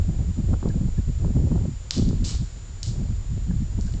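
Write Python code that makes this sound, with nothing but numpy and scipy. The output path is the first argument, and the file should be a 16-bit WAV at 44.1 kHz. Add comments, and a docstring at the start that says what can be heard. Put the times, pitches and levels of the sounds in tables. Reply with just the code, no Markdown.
"""At the rim of a desert mine shaft, a falling stone cracks against the rock far below. Each hit is a
sharp click with a short ring, and the walls throw it back as a bright, dense rush of echoes. Up close,
wind rumbles and thumps on a small camera's microphone, which saturates softly and sputters in the
strongest gusts. Under it all sit the camera's own hiss and whine and a few faint, distant peeps."""
import sys
import numpy as np
from scipy import signal
from scipy.fft import rfft, irfft
from scipy.io import wavfile
from scipy.ndimage import uniform_filter1d

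SR = 44100
rng = np.random.default_rng(int(sys.argv[2]) if len(sys.argv) > 2 else 0)


def transcribe(u):
    """Save the signal u as a 16-bit wav file named by the first command-line argument.

    u: samples, shape (n,) or (channels, n), limited to [-1, 1]; the rate is SR.
    q: integer samples, one column per channel.
    """
    v = np.clip(np.atleast_2d(u).T, -1, 1)
    q = np.round(v * 32767).astype(np.int16)
    wavfile.write(sys.argv[1], SR, q)


N = 176400

# Fader moves of the wind: t/s, rumble level/dB, roar level/dB
WIND_LEVELS = [(0.0, -20.5, -35.0), (0.15, -27.5, -32.0), (0.22, -20.5, -30.0), (0.355, -30, -45),
               (0.411, -24.5, -42), (0.52, -18.5, -24.5), (0.6, -29, -45.5), (0.7, -26, -29.5),
               (0.86, -23.5, -34), (0.97, -23.5, -42.0), (1.02, -24.5, -47), (1.18, -23.5, -36.5),
               (1.27, -20, -31), (1.33, -27, -32), (1.38, -26, -26), (1.621, -19, -29), (1.68, -35, -47),
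               (1.74, -30.5, -55), (1.8, -31, -49), (1.92, -39.5, -49), (1.965, -33, -29),
               (2.0, -22.5, -30), (2.04, -20.5, -30), (2.119, -23.5, -34.5), (2.23, -20.5, -32),
               (2.3, -36.5, -37), (2.35, -23.5, -32.5), (2.42, -24.5, -53), (2.49, -36.5, -46),
               (2.78, -33, -46), (2.9, -28.5, -36.5), (3.1, -25, -38), (3.22, -29.5, -41),
               (3.45, -26.5, -40.0), (3.6, -23.5, -38.0), (3.72, -30.5, -40), (3.79, -24, -39.5),
               (4.0, -27.5, -42)]
# EQ of the deep rumble: f/Hz, gain/dB
RUMBLE_EQ = [(10, -18.5), (22, -6.5), (35, 0.5), (55, -1.5), (90, -3.5), (130, -20.5), (250, -44.5),
             (600, -74.5)]
# EQ of the low roar: f/Hz, gain/dB
ROAR_EQ = [(50, -21), (100, 7.5), (160, -7), (240, -14.5), (400, -22), (800, -34), (1500, -58), (3000, -77)]
# EQ of the wind's rasp and the eddies' flutter: f/Hz, gain/dB
FLUTTER_EQ = [(150, -13), (300, 13), (430, 2.5), (650, -9), (1000, -15.5), (1500, -34), (2200, -30),
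              (4000, -59), (7000, -86)]
# EQ of still air and microphone hiss: f/Hz, gain/dB
HISS_EQ = [(100, 12), (400, 10.5), (800, 6), (1500, 4.5), (2500, 2), (4500, 2), (6500, 1), (7100, 2.5),
           (7500, 3), (8100, -5), (8800, -25.5)]
# Tones of the camera's electronics: f/Hz, level/dB
WHINE_TONES = [(7012, -57), (7224, -77.5), (7289.7, -66), (7356, -66.5), (7422, -74.5), (7488.5, -76),
               (8644, -83), (8710, -85.5)]
# Eddies on the microphone: centre t/s, width/s, f/Hz, thump level before trim/dB, flutter level/dB
EDDIES = [(0.096, 0.02, 138, -15.5, -48), (0.202, 0.053, 113, -23, -42.5), (0.296, 0.038, 117, -20.5, -50),
          (0.393, 0.031, 144, -19, -39.5), (0.444, 0.016, 133, -22, -42), (0.53, 0.034, 135, -18.5, -37.5),
          (0.659, 0.021, 141.5, -17, -29.5), (0.685, 0.057, 142, -21, -35.5), (0.764, 0.015, 162, -15, -43),
          (0.815, 0.0096, 146, -15.5, -40), (0.858, 0.034, 143, -17, -44), (0.993, 0.015, 126, -12, -37),
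          (1.093, 0.019, 116, -14.5, -41.5), (1.205, 0.012, 105, -23, -59),
          (1.256, 0.028, 140, -17.5, -39.5), (1.305, 0.012, 190, -18.5, -41), (1.368, 0.02, 155, -14, -42),
          (1.398, 0.018, 125, -12.5, -38), (1.443, 0.022, 145, -16, -45), (1.519, 0.019, 162, -14.5, -31.5),
          (1.559, 0.028, 146, -16, -34), (1.611, 0.035, 112, -25.5, -54), (1.646, 0.03, 167, -22.5, -44.5),
          (1.686, 0.014, 160, -18, -54), (1.722, 0.032, 129, -28, -63), (1.982, 0.017, 200, -15, -37.0),
          (1.997, 0.0068, 172, -13.5, -31), (2.025, 0.013, 118, -10.5, -43),
          (2.083, 0.046, 151, -15.5, -40), (2.146, 0.055, 135, -21.5, -51),
          (2.227, 0.073, 128.7, -23, -53.5), (2.416, 0.034, 115, -21, -50), (2.894, 0.037, 118, -21.0, -57),
          (3.008, 0.054, 123, -21, -39), (3.105, 0.028, 121, -16.5, -61), (3.324, 0.031, 125, -21.5, -52),
          (3.373, 0.011, 134, -19, -44.5), (3.506, 0.034, 144.6, -18.5, -51), (3.554, 0.034, 117, -22, -67),
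          (3.618, 0.041, 114.3, -20, -64), (3.79, 0.02, 158, -20.5, -41), (3.854, 0.032, 124, -22.5, -57),
          (3.946, 0.04, 120, -26, -46)]
# EQ of an eddy's thump: f/eddy pitch, gain/dB
THUMP_EQ = [(.4, -14.5), (.75, 4), (1.2, 3.5), (2, -10.5), (4, -44.5), (12, -110)]
# Overload pops in the hardest gusts: t/s, level/dB, tilt/(dB per octave)
POP_CUES = [(.094, -38, -2), (.534, -30, 1), (.540, -31, 3), (.6285, -27, 0), (.640, -34, 2),
            (.657, -29, 0), (.675, -34, 0), (.696, -32, -3), (.744, -39, 0), (1.247, -30, -1.5),
            (1.262, -32, -3), (1.279, -35, -2), (1.367, -32, -2), (1.436, -34, -2), (1.484, -38, 0),
            (1.519, -26, -3), (1.557, -30, 0), (1.578, -38, 1), (1.591, -40, 2), (1.611, -36, -2),
            (1.654, -32, 1), (2.022, -32, -2), (2.109, -33, -2), (2.129, -32, -1), (3.512, -43, 5),
            (3.789, -38, -2)]
# EQ of a pop: f/Hz, gain/dB
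POP_EQ = [(100, -9), (250, 3.5), (400, 8.5), (650, -4), (1000, -10.5), (1500, -19.5), (2100, -37.5),
          (3500, -53)]
# Stone hits: t/s, crack level/dB, echo level/dB, tilt/(dB per octave), low cut/Hz, ring before trim/dB
STONE_HITS = [(0.689, -42, -72, -1.5, 1010, -14), (1.9088, -15, -37, -2, 600, -1.5),
              (1.981, -28, -48, 0, 1800, -10), (2.090, -36, -60, 1, 2000, -10),
              (2.242, -40, -37.5, -0.5, 700, -14.5), (2.249, -29.5, -41, 12, 1500, -14.5),
              (2.291, -30, -42.5, -3, 1000, -7), (2.83, -33.5, -49, -3, 1200, 5),
              (2.8314, -24, -45, 8.5, 2850, 2), (2.861, -38, -55, 0, 3800, -1),
              (3.811, -37, -55.5, 10.5, 3000, -4), (3.869, -46, -60, 4, 3500, -1),
              (3.924, -47, -63, 8, 3000, -4), (3.939, -41, -67, -9, 2000, 6)]
# EQ of the direct crack: f/Hz, gain/dB
CRACK_EQ = [(300, -26), (900, -31), (1700, -10.5), (2800, -8), (4200, 5), (5200, 4), (5900, -0.5),
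            (6800, 0), (7900, -10), (8700, -31.5)]
# Resonances of the stone: f/Hz, relative level/dB, T60/s
RING_MODES = [(3000, 1.5, .02), (3460, -10.5, .014), (4330, -3.5, 0.015), (4780, -3, .016),
              (5360, -5, 0.018), (7100, -2.5, 0.0064)]
# EQ of the shaft's echo: f/Hz, gain/dB
ECHO_EQ = [(300, -23.5), (1000, -11.5), (2100, -14), (3000, -6.5), (4200, 2), (5200, 0.5), (6200, -2),
           (7300, -1), (8200, -11), (8900, -30)]
# Distant peeps: centre t/s, width/s, f/Hz, level/dB
PEEP_CUES = [(.706, 0.012, 1664, -48), (0.978, 0.012, 1700, -53.5), (3.509, 0.009, 1670, -51),
             (3.879, 0.017, 1570, -55.5)]


def amp(db):
    """Decibels to gain."""
    return 10 ** (np.asarray(db) / 20)


def unit_rms(x):
    """Normalises to an rms of 1."""
    return x / np.sqrt(np.mean(x ** 2) + 1e-20)


def eq_db(eq, hz):
    """Reads an EQ curve on a log-frequency axis."""
    f, db = np.transpose(eq)
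    return np.interp(np.log(hz + 1), np.log(f), db)


def add(mix, s, sound):
    """Drops a sound into the mix at s seconds."""
    at = round(s * SR)
    sound = sound[max(-at, 0):]
    part = mix[max(at, 0):][:len(sound)]
    part += sound[:len(part)]


def smooth(x, seconds):
    """Rounded moving average."""
    size = max(int(seconds * SR), 1)
    return uniform_filter1d(uniform_filter1d(x, size), size)


def wobble(seconds, size=N):
    """Smooth random modulation on the given time scale, rms 1."""
    return unit_rms(smooth(rng.standard_normal(size), seconds))


def noise(eq, size=N):
    """Noise through an EQ curve, rms 1."""
    gain = amp(eq_db(eq, np.fft.rfftfreq(size, 1 / SR)))
    return unit_rms(irfft(rfft(rng.standard_normal(size)) * gain, size))


def levelled(x, seconds):
    """Rides the gain to take the slow swells out of a noise."""
    return x / np.sqrt(abs(smooth(x * x, seconds)) + 1e-9)


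def swell(t, width):
    """Bell-shaped fade in and out around t = 0."""
    return np.exp(-2 * (t / width) ** 2)


def click(eq, tilt_db, cut_hz, size=1024):
    """A minimum-phase click with EQ, tilt and low cut, unit energy."""
    hz = abs(np.fft.fftfreq(size, 1 / SR))
    floored_hz = np.maximum(hz, 300)
    gain = amp(eq_db(eq, hz) + tilt_db * np.log2(floored_hz)) / np.hypot(1, (cut_hz / floored_hz) ** 4)
    log_spectrum = np.conj(signal.hilbert(np.log(gain + 1e-6)))
    pulse = np.fft.ifft(np.exp(log_spectrum)).real
    return pulse / np.linalg.norm(pulse)


def wind():
    """A deep rumble and a lumpy low roar ride the breeze; strong wind adds a rasp."""
    t = np.arange(N) / SR
    times, rumble_levels, roar_levels = np.transpose(WIND_LEVELS)
    rumble_db, roar_db = np.interp(t, times, rumble_levels), np.interp(t, times, roar_levels)
    rasp_db = -37.5 + 1.76 * (roar_db + 22)  # grows faster than the roar
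    rumble_lumps_db, roar_lumps_db, rasp_lumps_db = 1.8 * wobble(0.011), 3.5 * wobble(0.01), wobble(0.003)
    rumble = levelled(noise(RUMBLE_EQ), 0.04) * amp(rumble_db + rumble_lumps_db)
    roar = levelled(noise(ROAR_EQ), 0.019) * amp(roar_db + roar_lumps_db)
    rasp = noise(FLUTTER_EQ) * amp(rasp_db + rasp_lumps_db)
    return rumble + roar + rasp


def camera_noise(hiss_db=-52.5, jitter_hz=6):
    """A steady bed of hiss, with the thin, wavering whine of the electronics on top."""
    drift_hz = jitter_hz * wobble(0.011)
    whine = sum(amp(db) * np.sqrt(2) * np.sin(2 * np.pi * np.cumsum(hz + drift_hz) / SR)
                for hz, db in WHINE_TONES)
    return whine + amp(hiss_db) * noise(HISS_EQ)


def buffets(thump_trim_db=-3, flutter_max_s=0.035, size=32768):
    """Each eddy thumps the microphone with a few low pressure swings, fluttering on their peaks."""
    out, t = np.zeros(N), (np.arange(size) - size / 2) / SR
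    for s, width, hz, thump_db, flutter_db in EDDIES:
        tuned_eq = [(hz * multiple, db) for multiple, db in THUMP_EQ]
        pressure = levelled(noise(tuned_eq, size), 0.009)
        thump = amp(thump_db + thump_trim_db) * pressure * swell(t, width)
        grit = unit_rms(noise(FLUTTER_EQ, size) * np.hypot(0.5, pressure))
        flutter = amp(flutter_db) * grit * swell(t, min(width, flutter_max_s))
        add(out, s + t[0], thump + flutter)
    return out


def mic_overload(pressure, ceiling_db=-10.5):
    """The microphone soft-clips pressure swings that near its ceiling."""
    return pressure / (1 + (pressure / amp(ceiling_db)) ** 4) ** (1 / 4)


def pops(rise_s=0.0018):
    """The sputter of an overloaded microphone: dull, soft-edged puffs with short ragged tails."""
    out, t = np.zeros(N), np.arange(1024) / SR
    for s, db, tilt_db in POP_CUES:
        burst = rng.standard_normal(len(t)) * t * np.exp(-t / rise_s)
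        pop = signal.fftconvolve(burst, click(POP_EQ, tilt_db, cut_hz=0))
        pop *= np.sqrt(2 * rise_s * SR) / np.linalg.norm(pop)  # energy of rms 1 over two rise times
        add(out, s - rise_s, amp(db) * pop)
    return out


def stone_ring(ring_db, trim_db=-18):
    """A blow sets the stone's resonances ringing briefly; unit energy."""
    t = np.arange(2048) / SR
    ring = sum(amp(db - 60 * t / t60) * np.cos(2 * np.pi * hz * t) for hz, db, t60 in RING_MODES)
    blow = (t == 0) + amp(ring_db + trim_db) * ring / np.linalg.norm(ring)
    return blow / np.linalg.norm(blow)


def stone_in_shaft(attack_s=0.0011, hold_s=0.058, early_t60_s=0.21, late_t60_s=0.83, late_db=-9):
    """Each hit on the rock is a sharp crack; wall reflections pile up, hold and die away."""
    out, t = np.zeros(N), np.arange(SR) / SR
    release = np.maximum(t - hold_s, 0)
    decay = np.hypot(amp(-60 * release / early_t60_s), amp(late_db - 60 * release / late_t60_s))
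    envelope = np.minimum(t / attack_s, 1) * decay
    crack_gain = np.sqrt(SR / 1000)  # energy of rms 1 over a millisecond
    for s, crack_db, echo_db, tilt_db, cut_hz, ring_db in STONE_HITS:
        taps = rng.standard_normal(SR)
        grain_db = 2.5 * wobble(0.0004, SR)
        reflections = unit_rms(taps * amp(grain_db)) * envelope
        hit = amp(echo_db) * signal.fftconvolve(reflections, click(ECHO_EQ, tilt_db, cut_hz))
        add(hit, 0, amp(crack_db) * crack_gain * click(CRACK_EQ, tilt_db, cut_hz))
        add(out, s, signal.fftconvolve(hit, stone_ring(ring_db)))
    return out


def peeps(spread_hz=120, size=4096):
    """Short, fuzzy whistles far off, each a narrow band of noise."""
    out, t = np.zeros(N), np.arange(size) / SR
    for s, width, hz, db in PEEP_CUES:
        band = np.exp(-((np.fft.rfftfreq(size, 1 / SR) - hz) / spread_hz) ** 2)
        fuzz = unit_rms(irfft(rfft(rng.standard_normal(size)) * band))
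        add(out, s - t.mean(), amp(db) * levelled(fuzz, width) * swell(t - t.mean(), width))
    return out


def scene():
    """The mono mix at the rim; only the wind and its buffets are soft-clipped."""
    return (stone_in_shaft() + mic_overload(wind() + buffets()) + pops() + peeps() + camera_noise())[None]


def record(dry):
    """The camera's band limit: a steep high cut."""
    high_cut = signal.firwin(401, 8950, window=("kaiser", 9), fs=SR)
    return signal.oaconvolve(dry, high_cut[None], "same")


dry = scene()
out = record(dry)
transcribe(out)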